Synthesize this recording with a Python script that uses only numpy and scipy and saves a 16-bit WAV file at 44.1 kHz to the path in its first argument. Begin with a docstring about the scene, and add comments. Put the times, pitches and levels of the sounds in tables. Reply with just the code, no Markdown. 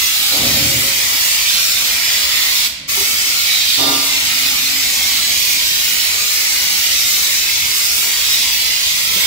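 """Spray gun in a workshop.

An air-driven gun mists an open engine bay: a shaped noise jet with moving echo streaks, in a ringing hall.
The trigger is let go once, so the hall rings on alone, and is soon pulled again.
Behind: a low drone and a clanging panel (noise resonances and wavering tones), dull knocks (decaying sines),
and the street (lumpy noise rumble) with a machine hum and air-line hiss."""
import sys
import numpy as np
from scipy import signal
from scipy.io import wavfile
from scipy.ndimage import uniform_filter1d

SR = 44100
rng = np.random.default_rng(int(sys.argv[2]) if len(sys.argv) > 2 else 0)


def dump(signal):
    """Clip the signal to [-1, 1] and save it as 16-bit WAV at the path in sys.argv[1]."""
    limited = np.clip(np.atleast_2d(signal).T, -1, 1)
    pcm = np.round(limited * 32767).astype(np.int16)
    wavfile.write(sys.argv[1], SR, pcm)


N = 408366  # samples


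def gain_of(db):
    """Amplitude factor of a level in dB."""
    return 10 ** (np.asarray(db) / 20)


def evened(x):
    """Scale to rms 1."""
    return x / np.sqrt(np.mean(x ** 2) + 1e-20)


def read(points, f_hz):
    """Interpolate a (f/Hz, value) table over log frequency."""
    table_hz, value = np.transpose(points)
    return np.interp(np.log(f_hz + 1), np.log(table_hz + 1), value)


def follow(rows, t_s):
    """Interpolate every column of a table over its first, t/s."""
    row_s, *columns = np.transpose(rows)
    return [np.interp(t_s, row_s, column) for column in columns]


def swell(start_s, rise_s, hold_s, fade_db_per_s, level_db):
    """Envelope: linear rise, hold, then a fade at a steady dB rate."""
    t_s = np.arange(N) / SR - start_s
    fade_s = np.clip(t_s - rise_s - hold_s, 0, None)
    return np.clip(t_s / rise_s, 0, 1) * gain_of(level_db - fade_db_per_s * fade_s)


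def ringing(f_hz, width_hz):
    """Noise through one resonance (two equal poles): a fuzzy tone of rms 1."""
    pole = np.exp(-np.pi * width_hz / SR)
    carrier = np.exp(2j * np.pi * f_hz * np.arange(N) / SR)
    slow = rng.standard_normal(N) / carrier
    for _ in range(2):
        slow = signal.lfilter([1], [1, -pole], slow)
    return evened((slow * carrier).real)


def steady(f_hz, waver):
    """Fixed-pitch sine whose amplitude wavers by the given rms share."""
    drift = evened(uniform_filter1d(rng.standard_normal(N), size=2500))
    phase = 2 * np.pi * (f_hz * np.arange(N) / SR + rng.random())
    return np.sqrt(2) * (1 + waver * drift) * np.sin(phase)


def patches(frames, bins, long, wide, count=2):
    """Smoothed noise fields (count, bin, frame) of rms 1: blobs over time and frequency."""
    noise = rng.standard_normal((frames, bins, count)).T
    for _ in range(2):
        noise = uniform_filter1d(noise, long, 2)
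    return evened(uniform_filter1d(noise, wide, 1))


# jet spectrum: f/Hz, relative level/dB per Hz
JET_SPECTRUM = [(180, -29), (320, -19.5), (480, -20), (900, -16), (1250, -13), (1650, -12.5), (2150, -1),
                (2800, -3.5), (3900, -2), (5200, -1.5), (6200, -5), (7700, -5.5), (8300, -9.5),
                (11000, -12), (13000, -9), (15500, -8)]
# centres of wash, roar, hiss, sizzle, fizz: f/Hz
BAND_CENTRES_HZ = [1250, 2300, 3700, 6000, 11500]
# gun sweep: t/s, level change/dB, extra wash level/dB, extra hiss-band level/dB
GUN_SWEEP = [(0.0, 0.5, -2, -3), (0.25, .5, -0.5, 1.5), (0.75, 0.46, 1.5, -1.8), (1.4, 0.55, 0.5, -0.5),
             (1.75, 0, -0.5, -1), (2.2, .3, 1.5, 0.1), (2.6, -0.2, 0, 1.5), (3.2, 0.45, 0, -2.5),
             (3.7, -0.9, -3, 4), (4.2, -1.1, 1.5, .5), (4.7, -0.5, 0, -1), (5.15, -0.7, -.5, 2.5),
             (5.6, 0, -1.5, 0.7), (6.2, 0, -0.2, -1.5), (7.1, 1.14, -2.5, -0.5), (7.6, -0.8, -0.5, -.5),
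             (7.95, 1, -1.5, -5), (8.45, -0.1, -1.5, 3), (8.85, -1, -0.5, 1), (9.26, 0, 1, -1)]
# channel balance: f/Hz, left-right level/dB
CHANNEL_TILT = [(60, 1.0), (120, -1), (240, -1.5), (480, 0), (950, -0.5), (1890, -1.5), (3770, -5),
                (7520, 2), (15000, -2)]
# trigger: let go t/s, pressure decay constant/s, pulled t/s, rise/s
TRIGGER_TIMES = (2.670, .011, 2.871, .021)
JET_DB = -20  # 3-8 kHz rms of the channel mean, trigger held
DRIFT_DB, DRIFT_FRAMES = 0.6, 24  # each band's own wander
ROAR_SHARE = 0.92  # roar follows wash by this much
PATCH_DB, SPIT_DB = 0.44, -0.58  # spectral blobs; feed flutter at 14 kHz and above
DELAY_S, BEND_RAD = -7e-5, 1.69  # interchannel phase: linear part, wander rms


def jet_field_db(frames, f_hz):
    """Level of the turbulent jet (channel, bin, frame) as aim and liquid feed vary."""
    level_db, wash_db, hiss_db = follow(GUN_SWEEP, np.arange(frames) * 256 / SR)
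    bands = len(BAND_CENTRES_HZ)
    wander = patches(frames, bins=bands, long=DRIFT_FRAMES, wide=1, count=1)[0]
    shifts_db = level_db + DRIFT_DB * wander
    shifts_db[:3] += [wash_db, ROAR_SHARE * wash_db, hiss_db]
    weights = np.array([read(list(zip(BAND_CENTRES_HZ, row)), f_hz) for row in np.eye(bands)])
    field_db = read(JET_SPECTRUM, f_hz)[:, None] + weights.T @ shifts_db
    field_db = field_db + PATCH_DB * patches(frames, len(f_hz), long=7, wide=10, count=1)
    # uneven liquid feed: one flutter for all pitches, deeper towards the finest mist
    feed = evened(uniform_filter1d(rng.standard_normal(frames), size=7))
    field_db += SPIT_DB * np.clip(f_hz / 14000, 0, 1)[:, None] * feed
    return field_db + np.array([0.5, -0.5])[:, None, None] * read(CHANNEL_TILT, f_hz)[:, None]


def jet_paths(frames, f_hz):
    """Direct path plus bonnet and engine echoes: narrow streaks, different in each channel."""
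    bins = len(f_hz)
    # short waves are reshuffled sooner by the same movement
    quick = np.clip(f_hz / 11000, 0, 1)[:, None]
    echo = np.sqrt(1 - quick) * patches(frames, bins, long=30, wide=2, count=4)
    echo += np.sqrt(quick) * patches(frames, bins, long=7, wide=3, count=4)
    bend_rad = BEND_RAD * patches(frames, bins, long=60, wide=12, count=1)[0]
    phase_rad = 2 * np.pi * f_hz[:, None] * DELAY_S + bend_rad
    direct = np.exp(1j * np.array([0, 1])[:, None, None] * phase_rad)  # right channel only
    return direct + echo[:2] + 1j * echo[2:]


def trigger():
    """Pressure gain: exponential decay on release, quadratic rise on pull, last fifth settling."""
    off_s, decay_s, on_s, rise_s = TRIGGER_TIMES
    t_s = np.arange(N) / SR
    closing = np.exp(-np.clip(t_s - off_s, 0, None) / decay_s)
    settling = 1 - 0.2 * np.exp(-np.clip(t_s - on_s, 0, None) / 0.017)
    opening = np.clip((t_s - on_s) / rise_s, 0, 1) ** 2 * settling
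    return np.minimum(closing + opening, 1)


def spray():
    """One turbulent noise jet, coloured by aim and shifting echo paths, gated by the trigger."""
    frames, f_hz = N // 256 + 5, np.fft.rfftfreq(1024, 1 / SR)
    field_db = jet_field_db(frames, f_hz)
    real, imag = rng.standard_normal((frames, len(f_hz), 2)).T
    spectra = (real + 1j * imag) * jet_paths(frames, f_hz) * gain_of(field_db)
    jet = signal.istft(spectra, nperseg=1024, noverlap=768)[1][:, :N]
    bandpass = signal.butter(6, [3000, 8000], "band", fs=SR, output="sos")
    band = signal.sosfilt(bandpass, jet.mean(0))
    jet *= gain_of(JET_DB) / np.sqrt(np.mean(band ** 2))
    return jet * trigger()


# reverberation: f/Hz, t60/s
HALL_T60 = [(150, 0.44), (600, 1.15), (1400, 1.1), (2300, 1.2), (5000, 0.75), (9000, 0.51), (15000, 0.25)]
JET_HALL_DB, FAR_HALL_DB = -6, -4.0  # hall gain for the jet, for the far sounds


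def hall(x):
    """Sparse random-sign echoes, one per 20 samples, each band dying at its own rate."""
    taps = np.zeros((2, SR))
    jitter = rng.integers(0, 20, (2, (SR - 401) // 20))
    at = np.arange(400, SR - 20, 20) + jitter
    np.put_along_axis(taps, at, rng.choice([-1., 1.], at.shape), 1)
    f_hz, t_s, z = signal.stft(taps, SR, nperseg=256)
    z = z * gain_of(-60 * t_s / read(HALL_T60, f_hz)[:, None])
    z /= np.linalg.norm(z, axis=2, keepdims=True) + 1e-12  # equal energy per band
    apart = np.clip(f_hz / 500, 0, 1)[:, None]  # long waves reach both channels alike
    z[1] = np.sqrt(1 - apart) * z[0] + np.sqrt(apart) * z[1]
    tail = signal.istft(z, SR, nperseg=256)[1]
    return signal.fftconvolve(x, tail / np.linalg.norm(tail[0]), axes=1)[:, :N]


# layers shaking panel, lowest ring, high ring, lingering hum:
# start t/s, swell/s, hold/s, fade/(dB/s), nominal level/dB
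CLANG_LAYERS = [(3.767, 0.037, 0.092, 102, -21.5), (3.77, .04, 0.094, 95, -29),
                (3.777, 0.027, .18, 300, -32.5), (3.95, 0.49, .9, 117, -44)]
# panel modes: f/Hz, width/Hz, relative level/dB before sqrt(width) weighting
PANEL_MODES = [(135, 45, -6), (303, 100, -5), (413, 23, -3), (651, 12, 1.5), (772, 28, -4), (867, 25, -11),
               (990, 19, 1), (950, 16, 3.5), (1390, 23, 0)]
PANEL_LOW_HZ, PANEL_HIGH_HZ = 275, 1199


def clang():
    """Shaken metal sheet: many brief modes, two clear rings, the lowest lingering."""
    shake, ring, high, hum = (swell(*row) for row in CLANG_LAYERS)
    modes = evened(sum(gain_of(db) * np.sqrt(w) * ringing(f, w) for f, w, db in PANEL_MODES))
    rattle = np.array([ringing(630, width_hz=990) for channel in range(2)])
    body = 0.64 * np.array([np.roll(modes, 14), modes]) + 0.62 * rattle  # left 14 samples late
    low_tone = 0.7 * steady(PANEL_LOW_HZ, waver=0.25) + 0.2 * ringing(PANEL_LOW_HZ, width_hz=14.0)
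    linger = 0.68 * ringing(PANEL_LOW_HZ, width_hz=8.2) + 0.87 * ringing(215, width_hz=190)
    high_tone = steady(PANEL_HIGH_HZ, waver=0.23)
    return shake * body + ring * low_tone + hum * linger + high * high_tone


# layers deep tones, middle tones, upper tone, loose rattle:
# start t/s, swell/s, hold/s, fade/(dB/s), nominal level/dB
DRONE_LAYERS = [(.295, 0.15, 0.23, 49, -27.5), (.296, .05, .1, 18, -28.5), (.3, .04, 0.49, 67, -39),
                (.3, .04, 0.071, 27, -31)]
# deep tones: f/Hz, relative level/dB
DRONE_DEEP = [(72, -6), (119, -3), (145, -3)]
# middle tones: f/Hz, relative level/dB
DRONE_MIDDLE = [(220, -2), (246, -1), (291, 0), (366, -9.5), (441, -14)]
DRONE_TOP_HZ = 550
MID_END_S, MID_DECAY_S = 0.82, 0.1  # extra decay of the middle tones: start, time constant


def drone():
    """Low tones of some machine or vehicle with a rattle: noise resonances that swell and fade."""
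    low, mid, top, rattle = (swell(*row) for row in DRONE_LAYERS)
    deep = sum(gain_of(db) * ringing(f, width_hz=10.5) for f, db in DRONE_DEEP)
    deep = evened(deep + 0.34 * ringing(130, width_hz=57))
    body = evened(sum(gain_of(db) * ringing(f, width_hz=29.0) for f, db in DRONE_MIDDLE))
    middle = 0.73 * body + 0.5 * ringing(230, width_hz=300)
    stop = np.exp(-np.clip(np.arange(N) / SR - MID_END_S, 0, None) / MID_DECAY_S)
    upper = steady(DRONE_TOP_HZ, waver=0.4)
    return low * deep + stop * mid * middle + top * upper + rattle * ringing(640, width_hz=560)


# dull knocks: t/s, nominal level/dB, f/Hz, t60/s, overtone share
KNOCK_EVENTS = [(2.971, -21.5, 391, 0.12, 0.39), (3.005, -16, 396, 0.063, 0.25),
                (9.156, -21, 189, 0.074, 0.72)]


def knocks():
    """Short hollow rings: decaying sine, two inharmonic overtones, soft onset."""
    out, t_s = np.zeros(N + 8000), np.arange(8000) / SR
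    onset = 1 - np.exp(-t_s / 0.0066)
    for start_s, level_db, f_hz, t60_s, share in KNOCK_EVENTS:
        phase = 2 * np.pi * f_hz * t_s
        tone = np.sin(phase) + share * (np.sin(1.9 * phase) + np.sin(2.4 * phase))
        out[round(start_s * SR):][:8000] += gain_of(level_db - 60 * t_s / t60_s) * onset * tone
    return out[:N]


# rumble likeness: f/Hz, left-right correlation
RUMBLE_LIKENESS = [(40, 0.25), (180, 1), (500, 1)]


def pair(field_db, size):
    """Random spectra on a dB field (channel, bin, frame), partly alike in both channels."""
    f_hz = np.fft.rfftfreq(size, 1 / SR)
    a, b, c, d = rng.standard_normal((field_db.shape[2], len(f_hz), 4)).T
    same = np.clip(read(RUMBLE_LIKENESS, f_hz), -1, 1)[:, None]
    left = a + 1j * b
    right = same * left + np.sqrt(1 - same ** 2) * (c + 1j * d)
    z = np.array([left, right]) * gain_of(field_db)
    return signal.istft(z, nperseg=size, noverlap=size - size // 4)[1][:, :N]


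# rumble spectrum: f/Hz, relative level/dB per Hz
STREET_SPECTRUM = [(15, -52), (25, -22), (41, -11.5), (65, -4.5), (82, 0.5), (107, -3), (264, -5),
                   (295, -7.5), (464, -29), (500, -9), (650, -10), (1100, -120)]
# machine hum: f/Hz, width/Hz, level/dB
MACHINE_HUM = (68.6, 27, -47.5)
STREET_DB, AIR_DB = -45, -41.5  # rms of the rumble, of the air-line hiss


def street():
    """Traffic rumble as lumpy low noise, a machine hum and air-line hiss as noise resonances."""
    frames, f_hz = N // 512 + 5, np.fft.rfftfreq(2048, 1 / SR)
    lumps_db = 1.9 * patches(frames, len(f_hz), long=8, wide=6, count=1)
    field_db = read(STREET_SPECTRUM, f_hz)[:, None] + lumps_db
    rumble = gain_of(STREET_DB) * evened(pair(field_db.repeat(2, 0), size=2048))
    hum_hz, width_hz, hum_db = MACHINE_HUM
    hum = gain_of(hum_db) * ringing(hum_hz, width_hz)
    air = gain_of(AIR_DB) * np.array([ringing(2900, width_hz=3600) for channel in range(2)])
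    return rumble + hum + air


def scene():
    """Jet and far sounds, direct and through the hall, over the street."""
    jet = spray()
    far = drone() * gain_of([[0.], [-0.1]]) + clang() * gain_of([[-0.6], [0.6]]) + knocks()
    # three random tails take turns, 1.1 Hz, so the hall's colour keeps shifting
    turn = 2 * np.pi * 1.1 * np.arange(N) / SR
    shares = [np.sqrt((1 + np.cos(turn + k * 2 * np.pi / 3)) / 3) for k in range(3)]
    wet = sum(hall(jet * share) for share in shares)
    return jet + gain_of(JET_HALL_DB) * wet + far + gain_of(FAR_HALL_DB) * hall(far) + street()


EDGE_HZ = 15760


def record(dry):
    """Low-pass, clip at full scale, low-pass again."""
    lowpass = signal.firwin(1023, EDGE_HZ, window=("kaiser", 9), fs=SR)[None]
    cut = signal.oaconvolve(dry, lowpass, "same")
    return signal.oaconvolve(np.clip(cut, -1, 1), lowpass, "same")


dry = scene()
out = record(dry)
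dump(out)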